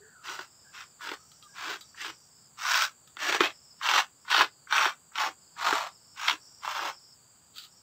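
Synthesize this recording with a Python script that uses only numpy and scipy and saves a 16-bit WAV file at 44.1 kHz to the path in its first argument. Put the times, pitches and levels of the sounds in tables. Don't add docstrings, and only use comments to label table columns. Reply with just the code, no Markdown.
import sys
import numpy as np
from scipy import signal
from scipy.fft import rfft, irfft, next_fast_len
from scipy.io import wavfile
from scipy.ndimage import uniform_filter1d, map_coordinates

SR = 44100
rng = np.random.default_rng(int(sys.argv[2]) if len(sys.argv) > 2 else 0)


def unload_wav(signal):
    wavfile.write(
        sys.argv[1],
        SR,
        np.round(np.clip(np.atleast_2d(signal).T, -1, 1) * 32767).astype(np.int16),
    )


N = 344862


def amp(db):
    return 10 ** (np.asarray(db) / 20)


def unit(x):
    return x / np.sqrt(np.mean(x ** 2) + 1e-20)


def wobble(rate, size):
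    knots = rng.standard_normal(int(size * rate / SR) + 4)
    return map_coordinates(knots, [np.arange(size) * rate / SR])


def add(track, start_s, x):
    i = max(round(start_s * SR), 0)
    track[i:i + len(x)] += x[:len(track) - i]


def gate_db(t, hold_s, attack_db_per_s, release_db_per_s):
    return attack_db_per_s * np.minimum(t, 0) - release_db_per_s * np.maximum(t - hold_s, 0)


def response(curve, size=4096):
    hz, db = np.transpose(curve)
    bins_hz = np.fft.rfftfreq(size, 1 / SR)
    gain = amp(np.interp(np.log(bins_hz + 1), np.log(hz), db))
    cepstrum = irfft(np.log(gain))
    cepstrum[1:size // 2] *= 2
    cepstrum[size // 2 + 1:] = 0
    impulse = irfft(np.exp(rfft(cepstrum)))[:size // 2]
    return impulse / np.linalg.norm(impulse)


def ringing(body, t60, ring_db):
    t = np.arange(int(t60 * SR) + 2) / SR
    tail = rng.standard_normal(len(t)) * amp(-60 * t / t60)
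    tail *= amp(ring_db) / np.linalg.norm(tail)
    tail[0] = 1
    impulse = signal.fftconvolve(body, tail)
    return impulse / np.linalg.norm(impulse)


def noise(curve):
    colour = response(curve)
    return unit(signal.fftconvolve(rng.standard_normal(N + len(colour) - 1), colour, "valid"))


def fuzzy_tone(hz, width_hz, size=N):
    drift = wobble(width_hz, size) + 1j * wobble(width_hz, size)
    phase = 2 * np.pi * np.cumsum(hz + np.zeros(size)) / SR
    return unit(np.real(drift * np.exp(1j * phase)))


# freq_hz, gain_db
AIR_EQ = [(20, -21), (45, -11), (90, 1.5), (140, 2.5), (300, -6), (600, -8), (900, -6.5), (1450, -7.5),
          (2000, -16), (3300, -15), (6000, -19), (10000, -33.5)]

def air():
    return amp(-66.5 + 0.4 * wobble(3.1, N)) * noise(AIR_EQ)


# start_s, length_s, start_hz, end_hz, level_db, blur_hz
CALL_CUES = [(0, 0.044, 404, 418, -58, 11), (0.036, 0.063, 427, 440, -62.5, 9.6),
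             (0, 0.17, 1706, 1570, -60.5, 500), (0.133, 0.13, 1490, 1240, -58, 230),
             (0.636, 0.09, 1540, 1690, -62, 260), (1.175, 0.11, 1240, 1296, -65.5, 100),
             (1.416, 0.067, 1263, 1187, -58, 52), (1.451, 0.12, 1590, 1660, -64.5, 100)]

def far_calls():
    out = np.zeros(N)
    for start_s, length_s, start_hz, end_hz, level_db, blur_hz in CALL_CUES:
        size = int(length_s * SR)
        call = fuzzy_tone(np.linspace(start_hz, end_hz, size), blur_hz, size)
        add(out, start_s, amp(level_db) * call * signal.windows.tukey(size, .5))
    return out


# freq_hz, gain_db
CICADA_EQ = [(5600, -40.5), (6400, -14.5), (6900, -4), (7350, -3), (7650, -2), (8000, -3), (8400, -9),
             (9200, -27), (10300, -26), (11000, -19.5), (11500, -33), (12500, -21), (14000, -22),
             (15400, -17)]

def cicadas():
    chorus = noise(CICADA_EQ) * amp(-62 + wobble(300, N))
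    low_voice = amp(-71 + 3.7 * wobble(2.1, N)) * fuzzy_tone(7330, width_hz=250)
    high_voice = amp(-80 + 1.5 * wobble(3.2, N)) * fuzzy_tone(7980, width_hz=150)
    return (chorus + low_voice + high_voice) * amp(0.4 * wobble(1.9, N))


# start_s, length_s, guide_db, first_guide_hz, last_guide_hz
TWITTER_PHRASES = [(0.352, 0.5, -60, 5180, 5500), (1.186, 1.07, -60, 6020, 5980),
                   (2.334, 0.093, -59.5, 5380, 5230), (3.5, 0.4, -57, 5430, 5430),
                   (4.22, 0.28, -60.5, 5540, 5160), (5.401, .2, -64, 5070, 5120),
                   (5.896, .25, -58, 5430, 5420), (6.418, .68, -54, 5790, 5460),
                   (7.25, 0.233, -71, 4880, 4830), (7.72, .1, -58.5, 5630, 5730)]

def phrasing(t, idle_db=-77.5, idle_hz=4750.0, fade_s=.1):
    effort, guide_db, guide_hz = np.zeros(len(t)), np.full(len(t), idle_db), np.full(len(t), idle_hz)
    for start_s, length_s, db, first_hz, last_hz in TWITTER_PHRASES:
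        lift = np.clip(1 + np.minimum(t - start_s, start_s + length_s - t) / fade_s, 0, 1)
        hz = np.interp(t, [start_s, start_s + length_s], [first_hz, last_hz])
        guide_db = np.where(lift > effort, idle_db + lift * (db - idle_db), guide_db)
        guide_hz = np.where(lift > effort, idle_hz + lift * (hz - idle_hz), guide_hz)
        effort = np.maximum(effort, lift)
    return guide_db, guide_hz


def insect_twitter(notes_per_s=110, note_s=0.029, floor_hz=4520, fall_share=.75):
    out, t = np.zeros(N), np.arange(int(note_s * SR)) / SR
    last_s = N / SR - note_s
    times = np.arange(0, last_s, 1 / notes_per_s)
    envelope = np.sqrt(np.abs(np.sin(np.pi * t / note_s)))
    scatter = rng.standard_normal((len(times), 3))
    for start_s, guide_db, guide_hz, (late, loud, sharp) in zip(times, *phrasing(times), scatter):
        top_hz = guide_hz + 200 + 50 * sharp
        pitch_hz = top_hz - fall_share * (top_hz - floor_hz) * t / note_s
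        note = np.sin(2 * np.pi * np.cumsum(pitch_hz) / SR) * envelope
        echoed = signal.fftconvolve(note, ringing(np.ones(1), t60=.1, ring_db=6))
        add(out, min(start_s + 0.0085 * late, last_s), amp(guide_db - 5 + 3 * loud) * echoed)
    whine_db = -70.5 + 2.2 * wobble(3, N)
    whine_hz = 4640 + 70 * wobble(3.3, N) + 90 * wobble(200, N)
    return out + amp(whine_db) * fuzzy_tone(whine_hz, width_hz=420)


def slips(size, per_s, spread_db):
    strength = amp(spread_db * np.minimum(rng.exponential(size=size), 3))
    fires = rng.random(size) < per_s / SR
    return unit(fires * strength * rng.choice([-1, 1], size))


def scuff(body, rise_s=.0018):
    t = np.arange(SR // 50) / SR
    friction = rng.standard_normal(len(t)) * t * np.exp(-t / rise_s)
    contact = signal.fftconvolve(friction, body)
    return contact / np.abs(contact).max()


# freq_hz, gain_db
TOUCH_EQ = [(600, -38), (1050, -43.5), (1270, 2.5), (1500, -13.5), (2300, -13), (3200, 0), (3600, -2),
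            (3900, 2.5), (4250, -2), (4650, 3.5), (5300, -15), (7500, -8), (10500, -25.5), (14500, -14.5)]
# start_s, dry_peak_db
TICK_CUES = [(1.316, -43), (1.425, -37), (1.809, -35.5), (3.074, -44), (7.581, -26)]

def ticks():
    out, touch = np.zeros(N), response(TOUCH_EQ)
    for start_s, peak_db in TICK_CUES:
        add(out, start_s, amp(peak_db) * scuff(ringing(touch, t60=0.17, ring_db=-1)))
    return out


def finger_rub(start_s=7.56, hold_s=0.094, lead_s=.07):
    out, t = np.zeros(N), np.arange(SR // 4) / SR - lead_s
    grain = unit(slips(len(t), per_s=3800, spread_db=5) + amp(-12) * rng.standard_normal(len(t)))
    level_db = -48 + gate_db(t, hold_s, attack_db_per_s=830, release_db_per_s=529)
    add(out, start_s - lead_s, signal.fftconvolve(grain * amp(level_db), response(TOUCH_EQ)))
    return out


WOOD_MODES = [302, 1071, 1165, 1475, 1678, 1774, 2040, 2528, 2708, 3043, 3282, 3662, 3903, 4395, 5753]

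def wood_ring(x, width_hz=21):
    rings = sum(signal.lfilter(*signal.iirpeak(hz, hz / width_hz, SR), x) for hz in WOOD_MODES)
    return amp(-1.3) * x + amp(-9) * rings


# freq_hz, gain_db
CARD_EQ = [(100, -69), (480, -54.5), (720, -26.5), (860, -6), (1050, -1.5), (1250, 0), (1520, 1),
           (1750, -6.5), (2100, -10), (3500, -48.5)]
EDGE_EQ = [(200, -60), (1200, -31.5), (1800, -2), (2200, 2), (2800, 1.5), (3600, -1.5), (4400, -12),
           (6500, -38.5), (10000, -54.5)]
SIZZLE_EQ = [(500, -53.5), (2500, -35.5), (3900, -5), (4600, -1), (5700, 0), (6500, -4), (7800, -7.5),
             (9300, -23), (11500, -25.5), (12600, -17), (15500, -16)]
FLEX_EQ = [(80, -61.5), (300, -33), (470, -29), (580, -3), (760, 2.5), (880, 5), (1150, -31), (3000, -58.5)]
SLAB_EQ = [(30, -42), (90, -29), (170, -20), (240, -16), (300, -2.5), (390, 2.5), (490, -4.5), (700, -32),
           (2000, -62)]

def bodies():
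    return [response(curve) for curve in (CARD_EQ, EDGE_EQ, SIZZLE_EQ, FLEX_EQ, SLAB_EQ)]


# start_s, dry_peak_db
LANDING_CUES = [(0.251, -43), (0.993, -50), (1.006, -35.5), (1.944, -44.5), (3.812, -28), (4.249, -44),
                (4.278, -32.5), (4.671, -38), (5.118, -49), (5.565, -38.5)]

def card_landings():
    out, card = np.zeros(N), response(CARD_EQ)
    for start_s, peak_db in LANDING_CUES:
        add(out, start_s, amp(peak_db) * scuff(ringing(card, t60=0.077, ring_db=0)))
    return out


# start_s,
# dry_peak_db, edge_trim_db, slab_trim_db
SNAP_CUES = [(0.284, -26, -7, -31), (0.289, -26.5, -13, -27), (0.391, -25, -16, -27), (0.821, -36, -4, -40),
             (1.091, -24, -5, -38), (1.116, -23, -11, -22), (2.046, -25, -14, -40),
             (2.652, -19, -13, -53.5), (2.743, -12.5, -10, -63.5), (2.811, -16.5, 3, -62),
             (3.169, -28.5, -12, -26), (3.325, -14.5, -7, -26.5), (3.347, -16.5, -14, -18.5),
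             (3.406, -8, -11.5, -15), (3.889, -9, -7, -39.5), (3.98, -12, -11.5, -31.5),
             (4.315, -12.5, -10, -39.5), (4.345, -9, -14, -37.5), (4.409, -3.5, -16, -43.5),
             (4.725, -11.5, -13.5, -47), (4.781, -9.5, -7.5, -41), (4.855, -8.5, -21.5, -51),
             (4.861, -17, -16, -32), (5.156, -23.5, -6, -42), (5.183, -17.5, -12, -33),
             (5.236, -15.5, -15, -36), (5.613, -25, -18.5, -42.5), (5.669, -13, -13.5, -51),
             (5.727, -11.5, -20.5, -22), (6.281, -9.5, -1, -51), (6.284, -8.5, -7.5, -46),
             (6.297, -10.5, -4, -52), (6.31, -13.5, -3, -41), (6.647, -22.5, -35, -39),
             (6.677, -17, -20.5, -43), (6.792, -19, -24.5, -39)]

def edge_snaps(crumble_s=.012):
    out, t = np.zeros(N), np.arange(SR // 20) / SR
    card, edge, sizzle, flex, slab = bodies()
    bright = edge + amp(-14.5) * sizzle
    for start_s, peak_db, edge_trim_db, slab_trim_db in SNAP_CUES:
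        body = card + amp(edge_trim_db + 9) * bright + amp(-14.5) * flex + amp(slab_trim_db + 12.5) * slab
        burst = rng.standard_normal(len(t)) * amp(-60 * t / crumble_s)
        burst[0] = 6
        snap = signal.fftconvolve(burst, ringing(body, t60=0.079, ring_db=-3))
        add(out, start_s, amp(peak_db) * snap / np.abs(snap).max())
    return out


def sticking_db(t, dip_db=2, stick_s=.012):
    lulls = [np.exp(-((t - snap_s) / stick_s * 2 + 1) ** 2) for snap_s, *_ in SNAP_CUES]
    return -dip_db * np.max(lulls, axis=0)


def bent(drive, body, pitch_ratio):
    clock = np.cumsum(pitch_ratio)
    stretched = drive[np.searchsorted(clock, np.arange(clock[-1]))]
    return map_coordinates(signal.fftconvolve(stretched, body), [clock])


def pressed(x, span_s=.028):
    power = np.abs(uniform_filter1d(x ** 2, int(span_s * SR)))
    return x / np.sqrt(power + 1e-9)


def pressure_db(progress, peak_share, swell_db, sag_db):
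    swell = swell_db * (1 - progress / peak_share) ** 2
    sag = sag_db * ((progress - peak_share) / (1 - peak_share)) ** 2
    return -np.where(progress < peak_share, swell, sag)


# start_s, length_s, peak_share, rasp_db, swell_db, sag_db, hiss_db, bow_db, steep_db,
# rumble_db, rumble_share, card_start_hz, card_end_hz, edge_hz
STROKE_CUES = [ (0.257, 0.18, 0.2, -42, -1, 5.5, -1.5, -10.5, -1, -54, 0.27, 1238, 1260, 3010),
               (0.745, 0.076, 0.33, -46, 4, -1, -0.5, -19, -3.5, -72, 0.3, 1463, 1463, 2790),
               (1.019, 0.12, 0.55, -39, 5.5, 4.5, -3, -10.5, -3, -50.5, 0.62, 1480, 1285, 2800),
               (1.563, 0.2, 0.74, -37, 9, 7.5, -2, -13.5, -4.5, -46.5, 0.67, 1387, 1384, 2703),
               (1.981, 0.12, 0.59, -38.8, 9.5, 5, 1, -17, -4.5, -49, 0.82, 1680, 1277, 2594),
               (2.592, 0.26, .78, -25.5, 17, 3, -1.7, -20, 0, -59.5, 0.65, 1232, 1360, 2890),
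               (3.197, 0.18, 0.76, -30, 11.5, 7, 0, -8.5, -4.5, -39.5, 0.62, 1598, 1467, 2520),
               (3.409, 0.062, 0.57, -33, -0.5, 2.5, 5, -3, -10.5, -37, 0.15, 1400, 1350, 2410),
               (3.827, 0.17, 0.49, -27, 12.5, -3, -0.8, -12, -5.5, -46.5, 0.68, 1398, 1223, 2744),
               (4.303, .13, 0.86, -23, 6, 6, -1, -12, -7.5, -38, 0.8, 1327, 1274, 2944),
               (4.717, 0.18, 0.44, -24.5, 7.5, 7.5, -3.5, -12.5, -6.5, -50, 0.43, 1345, 1328, 2770),
               (5.159, 0.13, 0.52, -28, 13, 12, -3, -5.5, -3.5, -49.5, 0.99, 1307, 1190, 2783),
               (5.586, 0.29, .38, -28, 13, 15, -5, -8, -3.5, -47, 0.36, 1196, 1108, 2890),
               (6.177, 0.16, 0.85, -33, 12, 7, -1, -16, -4.5, -49.5, 0.99, 1273, 1379, 2760),
               (6.639, 0.26, 0.94, -34, 6, 2, -3.5, -7.5, -4.5, -48, 0.74, 1162, 1128, 2782), ]

def card_scrapes(card_rest_hz=1301, edge_rest_hz=2750, flex_glide=0.17, span_s=.52, lead_s=.07):
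    out, t = np.zeros(N), np.arange(int(span_s * SR)) / SR - lead_s
    size = len(t)
    card, edge, sizzle, flex, slab = bodies()
    for (start_s, length_s, peak_share, rasp_db, swell_db, sag_db, hiss_db, bow_db, steep_db,
         rumble_db, rumble_share, card_start_hz, card_end_hz, edge_hz) in STROKE_CUES:
        progress = np.clip(t / length_s, 0, 1)
        grip_db = gate_db(t, length_s, attack_db_per_s=850, release_db_per_s=482)
        grain_db = 1.37 * wobble(47.5, size)
        contact_db = grip_db + grain_db + sticking_db(start_s + t)
        card_db = rasp_db + contact_db + pressure_db(progress, peak_share, swell_db, sag_db)
        card_hz = card_start_hz + (card_end_hz - card_start_hz) * progress
        flex_db = card_db + bow_db - 4.5 * np.exp(-np.maximum(t, 0) / 0.026)
        flex_ratio = 1 + flex_glide * (.6 - progress)
        from_rumble_s = (progress - rumble_share) * length_s
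        slab_db = rumble_db + contact_db + gate_db(from_rumble_s, 0, 258.5, 148)
        edge_db = card_db + hiss_db - 10 * np.log10(1 + amp(steep_db) ** 2)
        chatter = amp(1.2 * wobble(120, size) + 2.3 * wobble(450, size))
        catches = slips(size, per_s=3200, spread_db=4)
        force = chatter * (catches + amp(-4.5) * rng.standard_normal(size))
        fine_force = chatter * (catches + amp(2) * rng.standard_normal(size))
        for drive, level_db, body, pitch_ratio in [
            (force, card_db + .26, ringing(card, t60=0.12, ring_db=-6), card_hz / card_rest_hz),
            (fine_force, edge_db + .34, ringing(edge, t60=0.077, ring_db=-2),
             edge_hz / edge_rest_hz * amp(.25 * wobble(14, size))),
            (fine_force, edge_db + steep_db + .4, ringing(sizzle, t60=0.027, ring_db=-4.5),
             1 + 0.018 * wobble(11, size)),
            (force, flex_db + .13, ringing(flex, t60=0.05, ring_db=-2), flex_ratio),
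            (force, slab_db + .8, ringing(slab, t60=0.12, ring_db=-6.5), np.ones(size)),
        ]:
            add(out, start_s - lead_s, amp(level_db) * pressed(bent(drive, body, pitch_ratio)))
    return out


def scene():
    foley = wood_ring(card_scrapes() + edge_snaps() + card_landings() + ticks() + finger_rub())
    yard = ringing(np.ones(1), t60=0.12, ring_db=-24)
    background = air() + cicadas() + insect_twitter() + far_calls()
    return (signal.fftconvolve(foley, yard)[:N] + background)[None]


def record(dry):
    size, cutoff_hz = next_fast_len(N + SR // 2), 15650
    passband = np.fft.rfftfreq(size, 1 / SR) < cutoff_hz
    return irfft(rfft(dry, size) * passband, size)[:, :N]


dry = scene()
out = record(dry)
unload_wav(out)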